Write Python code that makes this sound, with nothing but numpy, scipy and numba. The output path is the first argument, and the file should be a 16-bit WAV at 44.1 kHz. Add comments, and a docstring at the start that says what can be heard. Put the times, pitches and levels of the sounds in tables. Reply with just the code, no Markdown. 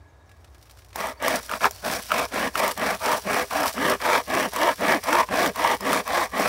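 """Far traffic and a low engine hum are heard first, with faint tones and a bird; a slack chain rustles as it
is laid on a branch in woodland. Then the hand-pulled chain saw rasps to and fro, a metre or two away.
Its teeth tear fibres and drive the resonant modes of the wood, its links throb over the kerf at a pitch
that follows the pull, and steel and chips hiss. Teeth snag and snap free; now and then a link clinks."""
import sys
import numpy as np
from scipy import signal
from scipy.fft import rfft, irfft
from scipy.io import wavfile
from scipy.ndimage import uniform_filter1d
from numba import njit

SR = 44100
rng = np.random.default_rng(int(sys.argv[2]) if len(sys.argv) > 2 else 0)


def master(y):
    """Save y as 16-bit WAV."""
    cut = np.clip(np.atleast_2d(y).T, -1, 1)
    pcm = np.round(cut * 32767)  # scale
    wavfile.write(sys.argv[1], SR, pcm.astype(np.int16))


N = 285768
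TIME = np.arange(N) / SR

# spectrum of far traffic: f/Hz, relative level/dB
TRAFFIC_SPECTRUM = [(25, -40), (45, -26), (62, -1), (92, 0), (125, -12), (190, -25.5), (300, -18.5),
                    (480, -21), (700, -19.5), (1050, -22), (1400, -28), (2300, -32), (2600, -38.5),
                    (6000, -41), (16000, -54)]
# course of the engine hum: t/s, f/Hz, level/dB
ENGINE_HUM = [(0.0, 60.5, -67), (0.92, 59.6, -52.5), (4.39, 56.8, -57), (5.3, 54, -56), (6.48, 55, -53)]
# faint far tones: f/Hz, starting level/dB
FAR_TONES = [(296, -72), (1674, -64), (2310, -76), (3760, -75)]
# bird chirps: t/s, duration/s, first f/Hz, last f/Hz, level/dB
BIRD_CHIRPS = [(0.08, .04, 6900, 6000, -71), (.255, 0.038, 6500, 5100, -68)]
# rustle of the chain being laid on: t/s, level/dB
SLACK_RUSTLE = [(0.25, -81), (0.344, -74), (0.818, -64.5), (0.95, -73)]
# slack links jostling: t/s, bright level/dB, dull level/dB
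LINK_JOSTLES = [(.2922, -60, -53), (.3144, -63, -51), (.366, -62, -61), (.4439, -52, -48),
                (.4744, -65, -61), (0.545, -65, -46.5), (.58, -60, -66), (.613, -62, -60), (.625, -50, -63),
                (.6544, -54, -58), (.6694, -64, -56), (.6958, -50, -47.5), (.7093, -46, -57),
                (.7706, -65, -50), (.7894, -66, -49), (.82, -71, -51), (.846, -52, -63), (.861, -60, -70),
                (.8844, -56, -68), (.9033, -64, -53), (0.9284, -59, -43)]
# pulls: start t/s, fastest t/s, stop t/s, hand (0 upper, 1 lower), tearing level/dB, hiss level/dB,
# hiss level at the next turn/dB, top link rate f/Hz, throb level/dB
PULLS = [ (0.941, 1.024, 1.144, 0, -26.5, -39, -65, 229, -67),
         (1.191, 1.288, 1.424, 1, -23.5, -33.5, -43.5, 230, -60),
         (1.477, 1.541, 1.582, 0, -27, -42, -48, 233, -58),
         (1.598, 1.652, 1.691, 0, -20.5, -35.5, -49.5, 228, -63),
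         (1.819, 1.885, 2.034, 1, -27.1, -33.5, -42.5, 232.2, -60),
         (2.083, 2.184, 2.271, 0, -21, -35, -48, 229.6, -60),
         (2.3, 2.427, 2.506, 1, -24, -34.5, -49.5, 230.2, -50),
         (2.537, 2.628, 2.737, 0, -21.5, -34.5, -45.5, 230, -48),
         (2.757, 2.869, 2.977, 1, -23.5, -36.5, -46, 233.3, -46),
         (2.996, 3.113, 3.203, 0, -21, -33, -43.5, 304.7, -42.5),
         (3.23, 3.376, 3.458, 1, -22.5, -33, -43.5, 301.8, -46),
         (3.491, 3.592, 3.725, 0, -21, -35.5, -40, 299.3, -41),
         (3.735, 3.895, 3.972, 1, -22.5, -33.5, -46.5, 363.7, -41),
         (3.992, 4.134, 4.222, 0, -18, -34, -45, 362, -36),
         (4.263, 4.39, 4.499, 1, -22, -34, -43, 365, -41.5),
         (4.516, 4.665, 4.747, 0, -19.5, -35, -43.5, 346.2, -33),
         (4.775, 4.912, 5.002, 1, -20, -33.5, -45, 380, -39),
         (5.021, 5.181, 5.25, 0, -19, -34, -48.5, 354.6, -33.5),
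         (5.278, 5.422, 5.521, 1, -21, -32, -48, 351, -36),
         (5.541, 5.704, 5.771, 0, -19, -33.5, -47, 406, -35),
         (5.788, 5.943, 6.032, 1, -21.5, -32.5, -48.5, 307.3, -42.5),
         (6.05, 6.181, 6.281, 0, -20.5, -36.5, -50.5, 351.6, -37),
         (6.31, 6.452, 6.56, 1, -21.5, -31.5, -50, 314, -43)]
# upper, then lower hand: side of the bite (0-1), boom of the three lowest modes/dB, its drift/(dB/s),
# lift of the throb at half speed/dB
HAND_BITES = [(.1, 1.7, -1.15, 11), (.9, -1.1, 0.15, 24)]
# exponents of speed, a row per hand: tearing while gaining, while slowing, hiss while gaining, while slowing
SPEED_POWERS = [(.95, 1.16, 0.7, 0.84), (1.1, 1.36, 1.78, 1.15)]
# modes of the branch: f/Hz, bandwidth/Hz, gain from the upper side/dB, gain from the lower side/dB
BRANCH_MODES = [(131, 94, -26, -25), (235, 68.5, -11.5, -3), (412, 22, -8, -4.5), (488.4, 33, -7.5, -2.5),
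                (625, 99.5, -2.5, 0.5), (820, 313, -3.5, -1.5), (921.6, 162, 2, 1.5),
                (1020, 160, -0.5, -3.5), (1163, 186, 1, 1.5), (1245, 390, -5, -3.5), (1736, 316, -8.5, -5),
                (2293, 425, -11.5, -8.5), (2693, 930, -14.5, -11), (3276, 1250, -19, -15.5)]
# spectrum of the bright hiss as heard, stepping down above 6 kHz: f/Hz, relative level/dB
HISS_SPECTRUM = [(1200, -2), (2500, 0), (3500, 1.5), (4400, 3.5), (5800, 7), (6400, -1), (9500, 1),
                 (12000, -2), (16000, -2.5)]
# teeth snapping free: t/s, level/dB, ring f/Hz, relative level of the crack/dB
TOOTH_SNAGS = [(0.958, -23, 835, -2), (1.069, -24, 830, -8), (1.224, -21.5, 616, -8),
               (1.281, -13, 1100, -7), (1.494, -24.5, 1520, -11), (1.514, -20, 1290, -12),
               (1.537, -17.5, 1280, -28), (1.608, -26, 1440, -13), (1.643, -9.5, 1290, -27),
               (1.648, -14, 814, -28), (1.655, -10.5, 1000, -25), (1.667, -13.5, 860, -20),
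               (1.709, -34.5, 680, 7.5), (1.775, -52, 877, -10), (1.84, -26, 670, -21),
               (2.106, -21, 1352, -27), (2.118, -9.5, 1300, -18), (2.555, -14.5, 1290, -16),
               (2.606, -21, 920, -21), (2.67, -23, 598, -15), (2.678, -24, 1070, 3.5),
               (2.776, -25.5, 792, -2), (3.002, -38, 1100, 1), (3.309, -18, 711, -14),
               (3.511, -21.5, 1100, -11), (3.658, -15.5, 1030, -7), (3.743, -31, 631, -15),
               (3.78, -21, 1284, -29), (4.003, -32, 1070, -16), (4.302, -24, 743, -26),
               (4.534, -31, 597, 2.5), (4.562, -19.5, 1120, -7), (4.808, -28, 882, -5),
               (4.822, -18.5, 610, -30), (5.038, -36, 843, -4), (5.288, -25.5, 1035, -26),
               (5.34, -18, 938, -32), (5.46, -17, 1637, -6.5), (5.559, -25.5, 1106, -4),
               (5.807, -26.5, 1048, -4), (5.873, -28, 645, -23), (5.93, -13.5, 1285, -8),
               (6.077, -22.5, 1138, -5), (6.397, -20, 619, -6)]
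# ringing links: t/s, f/Hz, level/dB, time to fall 60 dB/s
LINK_CLINKS = [(1.172, 4550, -54, 0.14), (1.725, 4450, -50, .35), (1.786, 3050, -41, 0.036),
               (1.795, 4450, -49, .15), (2.73, 4500, -55, 0.1), (5.807, 5160, -30, 0.049)]
# sprays of chips: t/s, relative level/dB
CHIP_SPRAYS = [(1.3553, -17), (1.4262, -37), (1.4453, -34), (1.924, -24), (2.019, -29), (2.063, -25),
               (2.0842, -37), (2.1794, -18.5), (2.5744, -18.5), (2.5945, -22), (2.6294, -34),
               (2.7095, -21.5), (3.1674, -22), (3.6644, -19), (3.674, -14), (3.6894, -21), (3.896, -18.5),
               (5.0365, -19)]


def undb(db):
    """Amplitude ratio of a level in decibels."""
    return 10 ** (np.asarray(db) / 20)


def unit(x):
    """Normalisation to an rms of 1."""
    return x / np.sqrt(np.mean(x ** 2))


@njit
def resonator(x, hz, width):
    """Second-order resonance: a state-variable band-pass, gain 1 at a centre that may move."""
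    y, band_state, low_state = np.empty(len(x)), 0., 0.
    for i in range(len(x)):
        g, damping = np.tan(np.pi * hz[i] / SR), width / hz[i]
        band = (band_state + g * (x[i] - low_state)) / (1 + g * (g + damping))
        band_state, low_state = 2 * band - band_state, low_state + 2 * g * band
        y[i] = damping * band
    return y


def walk(rate):
    """Smooth random modulation: values held for 1 / rate seconds and averaged twice; rms 1."""
    hold = int(SR / rate)
    steps = np.repeat(rng.standard_normal(N // hold + 1), hold)
    return unit(uniform_filter1d(uniform_filter1d(steps, hold), hold)[:N])


def colour(x, spectrum):
    """Spectral shaping by a curve of (f/Hz, level/dB) points; rms 1."""
    hz, db = np.transpose(spectrum)
    f = np.maximum(np.fft.rfftfreq(N, 1 / SR), 1)
    return unit(irfft(rfft(x) * undb(np.interp(np.log(f), np.log(hz), db, -90, -90)), N))


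def noise_band(hz, width):
    """White noise through one resonance; rms 1."""
    return unit(resonator(rng.standard_normal(N), np.full(N, float(hz)), width))


def grains(per_s, spread_db):
    """Shot noise: clicks at random moments, some much larger than the rest."""
    size_db = spread_db * np.minimum(rng.exponential(size=N), 3)
    return (rng.random(N) < per_s / SR) * rng.standard_normal(N) * undb(size_db)


def traffic(level_db=-51):
    """Far traffic is broadband noise, strongest in the bass, that swells slowly."""
    return undb(level_db + walk(0.27)) * colour(rng.standard_normal(N), TRAFFIC_SPECTRUM)


def engine():
    """The periodic motion of an idling engine radiates a low tone, here sinking in pitch."""
    s, hz, db = np.transpose(ENGINE_HUM)
    phase = 2 * np.pi * np.cumsum(np.interp(TIME, s, hz)) / SR
    return np.sqrt(2) * undb(np.interp(TIME, s, db) + 0.5 * walk(7.8)) * np.sin(phase)


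def far_tones(fall_db_per_s=15):
    """Narrow bands of noise are heard as wavering tones; they die away exponentially."""
    return sum(undb(db - fall_db_per_s * TIME) * noise_band(hz, width=12.) for hz, db in FAR_TONES)


def bird():
    """Each far chirp is a frequency sweep, gliding down under a half-sine envelope."""
    out = np.zeros(N)
    for s, length, from_hz, to_hz, db in BIRD_CHIRPS:
        share = np.clip((TIME - s) / length, 0, 1)
        phase = 2 * np.pi * np.cumsum(from_hz + (to_hz - from_hz) * share) / SR
        out += undb(db) * np.sin(np.pi * share) * np.sin(phase)
    return out


def burst(start, rise_s, decay_s):
    """Envelope of a transient: a linear rise times an exponential decay."""
    return np.clip((TIME - start) / rise_s, 0, 1) * np.exp(-np.abs(TIME - start) / decay_s)


def slack_chain():
    """Many small steel impacts merge into a grainy rustle, with short bursts when links jostle."""
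    bright, dull = np.zeros((2, N))
    for s, bright_db, dull_db in LINK_JOSTLES:
        jostle = burst(s, rise_s=0.0016, decay_s=0.006)
        bright += undb(bright_db) * jostle
        dull += undb(dull_db) * jostle
    bright += undb(np.interp(TIME, *np.transpose(SLACK_RUSTLE), -99, -99) + 3 * walk(40))
    rustle = colour(unit(grains(900., 2.1)) + rng.standard_normal(N), HISS_SPECTRUM)
    return bright * rustle + (dull + 0.14 * bright) * noise_band(1500, width=2100.)


def chain_motion(rest_db=-51.5, slowest_hz=190.1, link_power=0.55, throb_power=3.2):
    """Speed rises and falls in quarter sines; tearing, hiss, link rate and throb follow by power laws."""
    start, fastest, stop, hand, tear_db, hiss_db, turn_db, top_hz, throb_db = np.transpose(PULLS)
    pull = np.maximum(np.searchsorted(start, TIME) - 1, 0)
    rise = (TIME - start[pull]) / (fastest - start)[pull]
    fall = (stop[pull] - TIME) / (stop - fastest)[pull]
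    speed = np.sin(np.pi / 2 * np.clip(np.minimum(rise, fall), 0, 1))
    puller, slowing = hand[pull].astype(int), (fall < rise).astype(int)
    side, boom_db, boom_db_per_s, lift_db = np.array(HAND_BITES)[puller].T
    tear_power, hiss_power = np.reshape(SPEED_POWERS, (2, 2, 2))[puller, :, slowing].T
    taut = TIME > start[0]
    tear = taut * np.hypot(undb(tear_db[pull]) * speed ** tear_power, undb(rest_db))
    turn_hiss = undb(np.interp(TIME, stop, turn_db))
    hiss = taut * np.hypot(undb(hiss_db[pull]) * speed ** hiss_power, turn_hiss)
    bite = side, boom_db + boom_db_per_s * TIME
    link_hz = np.maximum(top_hz[pull] * speed ** link_power, slowest_hz)
    throb = undb(throb_db[pull] + 2 * lift_db * (1 - speed)) * speed ** throb_power
    return tear, hiss, bite, link_hz, throb


def branch(force, bite, hollow_db_per_s=0.39):
    """Modal superposition: the wood rings in drifting modes, weighted by the side the chain bites from."""
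    side, boom_db = bite
    out = np.zeros(N)
    for k, (hz, width, upper_db, lower_db) in enumerate(BRANCH_MODES):
        db = upper_db + (lower_db - upper_db) * side + boom_db * (k < 3) + 0.85 * walk(10)
        if 850 < hz < 1200:  # these modes grow as the kerf deepens
            db += hollow_db_per_s * (TIME - TIME.mean())
        out += (-1) ** k * undb(db) * resonator(force, hz * (1 + 0.014 * walk(9.9)), float(width))
    return out


def chips(cutters, hiss):
    """A bright hiss is noise modulated by the cutters; each chip is a puff of about a millisecond."""
    sprays = sum(0.5 * undb(db) * burst(s, rise_s=0.0045, decay_s=0.0058) for s, db in CHIP_SPRAYS)
    puffs = signal.lfilter([1], [1, -np.exp(-1 / (0.00024 * SR))], np.abs(grains(250., 2.2)))
    noise = cutters * (1 + 0.5 * unit(puffs)) * rng.standard_normal(N)
    return (hiss + sprays) * colour(noise, HISS_SPECTRUM)


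def saw():
    """Forced vibration: fibres tear in bunches as each cutter passes, and every link pushes on the kerf."""
    tear, hiss, bite, link_hz, throb = chain_motion()
    link_phase = 2 * np.pi * np.cumsum(link_hz * (1 + 0.035 * walk(60))) / SR
    cutters = undb(1.16 * np.cos(link_phase / 4) + 0.4 * walk(60) + 1.44 * walk(200))  # one in four links
    tearing = grains(6000., 1.74) + 0.31 * rng.standard_normal(N)
    fibres = cutters * (1 + 0.24 * np.cos(link_phase)) * tearing
    wood = branch(1e-18 + fibres * tear, bite) / np.std(branch(fibres, bite))
    growl = np.sqrt(2) * throb * np.cos(link_phase) * undb(4 * walk(50))
    harmonics = 1.8 * np.cos(2 * link_phase) + 1.27 * np.cos(3 * link_phase)
    overtones = branch(throb * harmonics * undb(4.3 * walk(40)), bite)
    return wood + growl + overtones + chips(cutters, hiss)


def snags(samples=900):
    """Impulsive excitation: a tooth snaps free with a tick, a brief ring of wood and a bright crack."""
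    out, t = np.zeros(N + samples), np.arange(samples) / SR
    highpass = signal.butter(2, 3500, "high", fs=SR, output="sos")
    for s, db, hz, crack_db in TOOTH_SNAGS:
        ring = np.sin(2 * np.pi * hz * t) * (t / 0.00089) * np.exp(1 - t / 0.0011)
        tick = 0.93 * np.sin(2 * np.pi * 2.06 * hz * t) * (t / 0.00047) * np.exp(1 - t / 0.00038)
        treble = signal.sosfilt(highpass, rng.standard_normal(samples))
        crack = treble * (t / 0.0013) * np.exp(1 - t / 0.0013)
        out[int(s * SR):][:samples] += undb(db) * (ring + tick + undb(crack_db) * crack)
    return out[:N]


def clinks():
    """Damped free vibration: a steel link rings at one frequency, its level flickering as it decays."""
    out = np.zeros(N)
    for s, hz, db, t60 in LINK_CLINKS:
        age = np.maximum(TIME - s, 0)
        out += undb(db - 60 * age / t60 + 3 * walk(200)) * np.sin(2 * np.pi * hz * age)
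    return out


def woodland_echo(near, level_db=-15, delay_s=0.003, decay_s=0.009):
    """Scattering from trunks and leaf litter returns a short, faint tail."""
    t = np.arange(5000) / SR
    tail = rng.standard_normal(len(t)) * np.exp(-t / decay_s) * (t > delay_s)
    return undb(level_db) * signal.fftconvolve(near, tail / np.linalg.norm(tail))[:N]


def scene():
    """Superposition: the near sounds, their echo and the far sounds add in one channel."""
    near = saw() + snags() + clinks() + slack_chain()
    return (near + woodland_echo(near) + engine() + far_tones() + bird() + traffic())[None]


def record(dry, low_hz=45, top_hz=15750):
    """Band limiting: the microphone drops the deepest bass and cuts the top."""
    thin = signal.sosfilt(signal.butter(4, low_hz, "high", fs=SR, output="sos"), dry)
    return signal.sosfilt(signal.ellip(12, 0.2, 70, top_hz, fs=SR, output="sos"), thin)


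dry = scene()
out = record(dry)
master(out)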